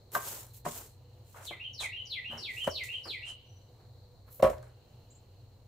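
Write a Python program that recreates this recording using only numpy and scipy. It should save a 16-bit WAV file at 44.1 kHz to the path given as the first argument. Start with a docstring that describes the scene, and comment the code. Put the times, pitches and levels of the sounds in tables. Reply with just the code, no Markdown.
"""On a porch, a broom lands twice, making the boards ring, and its bristles hiss over grit.
Slippers scuff, and a plastic dustpan clatters as it is picked up and set down. A songbird repeats
one gliding whistle that echoes among the trees, and another bird chirps twice far off. Behind it all
are the outdoor air, faint insect trills, a thin, far-off whistling call and a distant machine's hum."""
import sys
import numpy as np
from scipy import signal
from scipy.fft import rfft, irfft
from scipy.io import wavfile
from scipy.ndimage import uniform_filter1d

SR = 44100
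rng = np.random.default_rng(int(sys.argv[2]) if len(sys.argv) > 2 else 0)


def wav_record(signal):
    """Record a signal, one row per channel, as 16-bit PCM in the file named by sys.argv[1]."""
    frames = np.transpose(np.atleast_2d(signal))
    bounded = np.clip(frames, -1, 1)
    # unit amplitude maps onto the largest positive 16-bit level
    quanta = np.round(bounded * 32767).astype(np.int16)
    wavfile.write(sys.argv[1], SR, quanta)


N = 250047
T = np.arange(N) / SR


def amp(db):
    """Turn decibels into a number to multiply by."""
    return 10 ** (np.asarray(db) / 20)


def rms_one(x):
    """Scale a sound to an average strength (rms) of 1."""
    return x / np.sqrt(np.mean(x ** 2) + 1e-20)


def at_hz(points, hz):
    """Read between the rows of a table, with octaves evenly spaced."""
    freqs, values = np.transpose(points)
    return np.interp(np.log(hz), np.log(freqs), values)


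def drift(hz):
    """A random wobble of size about 1; more hz makes it quicker."""
    r = np.exp(-40 * np.pi * hz / SR)
    slow = signal.lfilter([1], [1, -2 * r, r * r], rng.standard_normal(N // 20 + 2002))[2000:]
    return np.interp(np.arange(N) / 20, np.arange(len(slow)), rms_one(slow))


# How alike the two ears hear each pitch: f/Hz, likeness (1 = the same)
EAR_LIKENESS = [(60, 1), (250, 0.96), (600, 0.74), (1500, .4), (4000, .25), (12000, 0.076)]
def stereo(mid, side, hz):
    """Make left and right from a shared part and an opposite part."""
    alike = at_hz(EAR_LIKENESS, hz)
    return np.sqrt(1 + alike) * mid + np.sqrt(1 - alike) * side * [[1], [-1]]


def coloured(spectrum, grain_db):
    """Stereo noise with a given tone colour; more grain_db makes it grittier."""
    hz = np.maximum(np.arange(N // 2 + 1) * SR / N, 10)
    grains = rng.standard_normal((2, N)) * amp(grain_db * np.minimum(rng.exponential(1, N), 5))
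    mid, side = rfft(grains) * amp(at_hz(spectrum, hz))
    return rms_one(irfft(stereo(mid, side, hz), N))


def narrow(hz, width_hz):
    """Stereo noise filtered twice to stay close to one pitch."""
    r = np.exp(-np.pi * width_hz / SR)
    poles = [1, -2 * r * np.cos(2 * np.pi * hz / SR), r * r]
    once = signal.lfilter([1, 0, -1], poles, rng.standard_normal((2, N + SR)))
    mid, side = signal.lfilter([1], poles, once)[:, SR:]
    return rms_one(stereo(mid, side, hz))


def echoes(x, t60, wet_db, gap_s, band_hz, alike):
    """Many reflections blur into a tail; t60 is the time it takes to fade by 60 dB."""
    t = np.arange(int(t60 * SR)) / SR
    mid, side = rng.standard_normal((2, SR))[:, :len(t)] * amp(-60 * t / t60) * np.clip(t / gap_s, 0, 1)
    tail = mid + side * np.sqrt((1 - alike) / (1 + alike)) * [[1], [-1]]
    tail /= np.sqrt(np.sum(tail ** 2, axis=1, keepdims=True))
    band = signal.butter(2, band_hz, "band", fs=SR, output="sos")
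    return amp(wet_db) * signal.sosfilt(band, signal.fftconvolve(x[None], tail)[:, :N])


def strike(blows, modes, spread_oct):
    """Each blow rings an object's own tones (modes), favouring those near the blow's pitch."""
    out, t = np.zeros(N), T[:SR // 2, None]
    f, db, t60 = np.transpose(modes)
    signs = (-1) ** np.arange(len(f))  # neighbouring tones start in opposite directions
    for start, blow_db, hz, contact, lasts in blows:
        gain = signs * amp(blow_db + db - 8.1 * (np.log2(f / hz) / spread_oct) ** 2)
        # after its ring time, each knock's tones above 120 Hz die away quickly
        damped = amp(-60 * np.maximum(t - lasts, 0) / 0.015 * (f > 120))
        ring = (gain * np.sin(2 * np.pi * f * t) * amp(-60 * t / t60) * damped).sum(axis=1)
        i = round(start * SR)
        out[i:i + len(t)] += (ring * np.clip(t[:, 0] / contact, 0, 1))[:N - i]
    return out


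# Tone colour of the outdoor air: f/Hz, level/dB
AIR_COLOUR = [(15, -39), (25, -17), (64, -26.5), (102, -7), (160, -21.5), (217, -24.5), (300, -26.5),
              (480, -24), (900, -30.5), (1300, -40), (2500, -46), (4000, -48.5), (7000, -45),
              (10000, -54.5), (15500, -45)]
def air():
    """A soft, low rush that wavers a little."""
    return amp(-61 + drift(3)) * coloured(AIR_COLOUR, grain_db=0.5)


# Two faint insect trills, then a thin, far-off whistling call: f/Hz, width/Hz, list of (t/s, level/dB)
TRILLS_AND_CALL = [(4184, 570, [(0, -72), (1.5, -75), (3.5, -74.5), (4.0, -70.5), (4.5, -75.5),
                   (5.0, -73.5), (5.67, -76)]), (2920, 750, [(0, -110), (.9, -83), (1.2, -79.5),
                   (3.6, -100.5), (4.6, -91), (4.8, -77), (5.3, -80), (5.67, -87.5)]),
                   (5940, 70, [(3.42, -100), (3.5, -68.5), (3.6, -72.5), (3.7, -87), (3.8, -100)])]
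def trills_and_call():
    """Each is a thin band of noise that flutters, swells and fades."""
    return sum(amp(np.interp(T, *np.transpose(levels)) + 1.5 * drift(50)) * narrow(hz, width)
               for hz, width, levels in TRILLS_AND_CALL)


# Pitches in the hum: f/Hz, width/Hz, level/dB
HUM_BANDS = [(60, 14, -66), (95, 12, -60), (120, 9, -61), (494, 12, -74)]
def machine():
    """A distant machine hums at a few low, blurry pitches."""
    return sum(amp(db) * narrow(hz, width) for hz, width, db in HUM_BANDS)


# Tone colours of the four rubbing noises: f/Hz, level/dB
HISS_COLOUR = [(900, -23), (1500, -12.5), (3000, -2), (5000, -2.5), (7400, 5.5), (10500, -1.5),
               (12500, -20.5)]
SIZZLE_COLOUR = [(9500, -30.5), (11200, 0), (15500, -0.5), (17000, -2.5)]
SCRAPE_COLOUR = [(350, -14.5), (550, -3), (900, -3), (1500, -7), (2500, -15.5), (4500, -28.5)]
RUMBLE_COLOUR = [(50, -19.5), (130, -3.5), (250, 3), (450, 12.5), (700, -36)]
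# Sweeps, scuffs and drags: t/s, rise/s, hold/s, fade/s, hiss/dB, sizzle/dB, scrape/dB, rumble/dB
SWEEPS = [(0.11, 0.043, 0.021, 0.028, -48.5, -38.5, -45, -46), (0.13, .14, .02, .25, -47, -41.5, -46, -55),
          (0.52, .022, .03, 0.07, -64.5, -55, -87, -75), (0.642, 0.016, 0.11, 0.19, -51, -51, -74, -57.5),
          (0.679, 0.076, 0.011, 0.16, -61, -46.5, -50.5, -74),
          (1.206, 0.11, 0.09, .06, -68.5, -64.5, -81, -87), (1.335, 0.037, 0.015, 0.13, -70, -84, -47, -79),
          (1.408, 0.036, 0.016, 0.068, -55, -57, -70, -68),
          (1.795, 0.014, 0.014, 0.099, -46.5, -57, -43.5, -68),
          (2.291, 0.031, .021, 0.096, -95, -90, -45, -83),
          (2.356, 0.044, 0.0098, .11, -66.5, -78, -57, -55),
          (2.453, 0.087, 0.16, 0.042, -61, -60, -71, -67),
          (2.628, 0.021, 0.0023, 0.046, -53.5, -65, -51.5, -72),
          (2.693, .021, 0.1, 0.062, -70, -66, -65, -57.5),
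          (2.908, 0.015, 0.0016, 0.15, -65.5, -69, -67, -76),
          (3.06, 0.017, .004, 0.17, -65.5, -77, -79, -56),
          (3.241, 0.048, .002, 0.078, -55.5, -77, -54.5, -90),
          (3.767, 0.036, .002, .13, -97, -104, -66.5, -67),
          (4.252, 0.033, .002, 0.062, -80, -67, -60.5, -69),
          (4.297, 0.027, 0.039, 0.11, -69, -52.5, -78, -87.5)]
# Grit and boards shaken by a knock: t/s, t60/s, hiss/dB, sizzle/dB, scrape/dB, rumble/dB
SHAKES = [(0.151, .2, -44.5, -40, -28.5, -42), (0.655, .18, -58, -58, -33, -36),
          (1.453, .19, -50, -48, -66, -70), (1.510, .26, -66, -69, -44.5, -49),
          (2.675, .09, -57, -63, -24.5, -26), (2.838, .3, -51, -51, -71, -63),
          (3.057, .18, -66, -74, -40, -53), (4.399, .08, -62, -62, -45, -49),
          (4.428, .23, -54, -60, -22, -28), (4.500, .18, -57, -53, -42, -42),
          (4.520, .9, -85, -85, -53, -60), (4.630, .4, -73, -80, -60, -66)]
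def rubbing():
    """Bristles hiss and sizzle up high, while the boards scrape and rumble below."""
    power, t = np.zeros((4, N + SR)), T[:SR]
    for start, rise, hold, fade, *db in SWEEPS:
        fading = np.maximum((t - rise - hold) / fade, 0) ** 1.7
        shape = np.minimum(t / rise, 1) ** 1.4 * amp(-30 * fading)
        power[:, round(start * SR):][:, :SR] += np.outer(amp(db), shape) ** 2
    rise_s = 0.0057
    for peak, t60, *db in SHAKES:
        shape = np.minimum(t / rise_s, 1) * amp(-60 * t / t60)
        power[:, round((peak - rise_s) * SR):][:, :SR] += np.outer(amp(db), shape) ** 2
    hiss, sizzle, scrape, rumble = np.sqrt(power[:, :N])
    fine, coarse = amp(1.3 * drift(36) + 1.2 * drift(250)), amp(1.8 * drift(35))  # pressure wavers
    bright = hiss * amp(2.5) * coloured(HISS_COLOUR, 1.0) + sizzle * coloured(SIZZLE_COLOUR, 2.5)
    dull = scrape * coloured(SCRAPE_COLOUR, 1.5) + rumble * coloured(RUMBLE_COLOUR, 2.0)
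    return fine * bright + coarse * amp(-3.5) * dull


# Bright clicks: t/s, level/dB, f/Hz
CLICKS = [(0.1186, -40.5, 9900), (0.1511, -22, 3430), (0.467, -46, 12500), (0.545, -50, 8100),
          (0.572, -46, 12000), (1.4536, -41, 7100), (2.6728, -52.5, 7200), (2.837, -32, 3880),
          (4.327, -48, 12900), (4.4247, -28, 3630), (4.446, -47, 3676), (4.5012, -40, 7050),
          (4.5825, -45, 4000), (4.6275, -51.5, 7190)]
def clicks():
    """Hard plastic and grit click in tiny bursts of noise."""
    out = np.zeros(N)
    for start, db, hz in CLICKS:
        burst = amp(db - 0.5 - 60 * T[:900] / 0.012) * rng.standard_normal(900)
        band = signal.butter(1, [hz / 1.6, min(hz * 1.3, 19000)], "band", fs=SR)
        out[round(start * SR):][:900] += signal.lfilter(*band, burst)
    return out


# Knocks on the boards: t/s, level/dB, f/Hz, contact/s, ring time/s
BOARD_KNOCKS = [(0.150, -20.5, 1510, 0.0014, .3), (0.160, -23, 760, 0.0041, .3),
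                (0.650, -51, 790, 0.0041, .3), (0.661, -21.5, 704, 0.0036, .3),
                (0.664, -44.5, 191, 0.0021, 0.27), (1.345, -50, 990, 0.00049, .3),
                (1.508, -34.5, 600, 0.0016, .3), (1.814, -59, 1010, 0.0025, 0.23),
                (2.295, -51, 253, 0.0038, 0.21), (2.320, -35.5, 630, 0.012, .3),
                (2.335, -47.5, 243, 0.009, .3), (2.392, -58, 245, 0.0054, .3),
                (3.057, -77, 1210, 0.0016, 0.018), (3.062, -46, 390, 0.0025, .3),
                (3.852, -62.5, 605, 0.0068, 0.42), (4.629, -55, 1570, 0.00072, 0.078)]
# The boards' own tones: f/Hz, level/dB, t60/s
BOARD_TONES = [(159, 11, .15), (233.6, 0.5, 0.38), (341, -4, 0.3), (587, -9.5, 0.11), (710, -4.5, 0.075),
               (982, 1, 0.058), (1083, -8.5, 0.22), (1198, 2.5, 0.063), (1565, -1.5, 0.06),
               (1860, -12, 0.071), (2030, -9.5, 0.059), (3030, -13, 0.069), (3300, -24.5, 0.28)]
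def boards():
    """Broom head and feet hit the boards, ringing a few tones at a time."""
    return strike(BOARD_KNOCKS, BOARD_TONES, spread_oct=0.53)


# Notes (a chip, a fall, a low note, two steps up):
# t/s, length/s, first f/Hz, last f/Hz, settling (more = sooner), level/dB, rise/s, change by the end/dB
PHRASE_NOTES = [(0, 0.037, 6550, 4860, 3.9, -50.5, 0.0097, -13.5),
                (0.041, .041, 4780, 2980, .68, -48, 0.0086, 4),
                (0.084, 0.096, 2940, 1930, 3.8, -47.5, 0.015, -35),
                (0.185, 0.0541, 2027, 2866, 5.14, -41, 0.011, -9.5),
                (0.234, 0.0775, 3216, 2910, 2.05, -44, 0.006, -34.5)]
def phrase(t):
    """Pitch and strength at times t into the bird's phrase; each note swells and glides."""
    hz, level = np.full(N, 3000.), np.full(N, -200.)
    for start, length, from_hz, to_hz, settles, db, rise, end_db in PHRASE_NOTES:
        on = (t >= start) & (t < start + length)
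        done = (t[on] - start) / length
        hz[on] = to_hz + (from_hz - to_hz) * (1 - done) ** settles
        level[on] = db - 13 * np.maximum(1 - done * length / rise, 0) + end_db * done ** 3.8
    return hz, uniform_filter1d(amp(level), size=88)


# Repeats of the phrase: t/s, level/dB, extra on the high opening/dB, extra on the ending/dB
REPEATS = [(1.405, -4, -47, -0.5), (1.729, 3.5, -8.5, -6.5), (2.051, 2.5, -5.5, -3.5),
           (2.372, 3, -3.5, -3.5), (2.694, 3, -2, -4.5), (3.03, 1, -3, -7.5)]
def songbird():
    """A nearly pure, trembling whistle that buzzes up high and is hoarse as it falls."""
    out = np.zeros(N)
    for start, db, opening_db, end_db in REPEATS:
        t = T - start
        hz, gain = phrase(t)
        high = np.clip((hz - 4200) / 600, 0, 1)
        tremble = (0.0117 + 0.026 * (t < .095) + 0.0534 * high) * np.tanh(drift(208.3))
        phase = 2 * np.pi * np.cumsum(hz * (1 + tremble)) / SR
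        overtones = amp(-40.5 + 18 * high) * np.sin(2 * phase)
        overtones += amp(-54 + 29.6 * (t < .075)) * np.sin(3 * phase)
        level = db + opening_db * high + end_db * (t > .19) + 3.68 * np.tanh(drift(64))
        out += gain * amp(level) * (np.sin(phase) + overtones)
    return out


def trees(song):
    """Trees send back short and long echoes, which moving leaves make flutter."""
    leaves = amp(2.17 * np.tanh([drift(34), drift(30)]))
    near = echoes(song, t60=0.26, wet_db=9, gap_s=0.004, band_hz=[1900, 12000], alike=0.37)
    far = echoes(song, t60=0.95, wet_db=-1, gap_s=0.008, band_hz=[2700, 4700], alike=0.15)
    return leaves * (near + far)


# Knocks on the dustpan: t/s, level/dB, f/Hz, contact/s, ring time/s
PAN_KNOCKS = [(2.673, -26.5, 600, 0.0035, 0.015), (2.685, -52.5, 430, 0.00095, 0.039),
              (4.397, -38, 550, 0.0014, 0.018), (4.426, -16, 556, 0.0035, 0.059),
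              (4.430, -26, 64.6, 0.0037, .2), (4.445, -21, 900, 0.0011, 0.047),
              (4.463, -27.5, 700, .003, 0.0304), (4.500, -35.5, 800, 0.00098, 0.16)]
# The dustpan's own tones: f/Hz, level/dB, t60/s
PAN_TONES = [(51.8, -19, 0.4), (81, -18.5, 0.74), (92, -13, 0.33), (140, -11, .2), (225, -14, 0.12),
             (373, -15, 0.16), (539.2, 5, 0.095), (616.3, 1, 0.21), (711, -0.5, 0.05), (810, -14.5, 0.068),
             (995, -9, 0.096), (1110, -15, 0.23), (1264, -23, .2), (1627, -33, .15), (1887, -33, 0.084),
             (2920, -26, 0.033), (2752, -29, 0.08), (3150, -29.5, 0.087), (4120, -27.5, .08),
             (5400, -24, 0.043)]
def dustpan():
    """The plastic pan clatters: each knock rings many tones at once."""
    return strike(PAN_KNOCKS, PAN_TONES, spread_oct=4.43)


# The second bird's chirps: t/s, level/dB
FAR_CHIRPS = [(5.100, -60), (5.146, -61.5)]
def far_bird():
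    """Each chirp shoots up in pitch, levels off and leaves a short echo."""
    from_hz, to_hz, rise_s, length_s = 5600, 7800, .0055, 0.018
    out, t = np.zeros(N), T[:round(length_s * SR)]
    hz = to_hz + (from_hz - to_hz) * np.exp(-t / rise_s)
    chirp = np.sin(np.pi * t / length_s) * np.sin(2 * np.pi * np.cumsum(hz) / SR)
    for start, db in FAR_CHIRPS:
        out[round(start * SR):][:len(t)] += amp(db) * chirp
    return out + echoes(out, t60=0.15, wet_db=4, gap_s=.008, band_hz=[5000, 9000], alike=.3)


def scene():
    """Sweeping and knocks close by in the porch corner, birds far off among trees."""
    ticks, knocks, song, pan = clicks(), boards(), songbird(), dustpan()
    floor = np.array([np.roll(knocks, shift=6), knocks])  # reaches the right ear first
    direct = floor * amp([[.5], [-.5]]) + pan * amp([[-.6], [.6]]) + ticks
    corner = echoes(knocks + pan + ticks, t60=0.33, wet_db=-10, gap_s=.004,
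                    band_hz=[300, 14000], alike=.05)
    background = air() + trills_and_call() + machine()
    return background + rubbing() + direct + corner + song + trees(song) + far_bird()


def record(dry):
    """Cut away the very highest treble."""
    stop_hz = 16100
    return signal.sosfilt(signal.cheby2(16, 60, stop_hz, fs=SR, output="sos"), dry)


dry = scene()
out = record(dry)
wav_record(out)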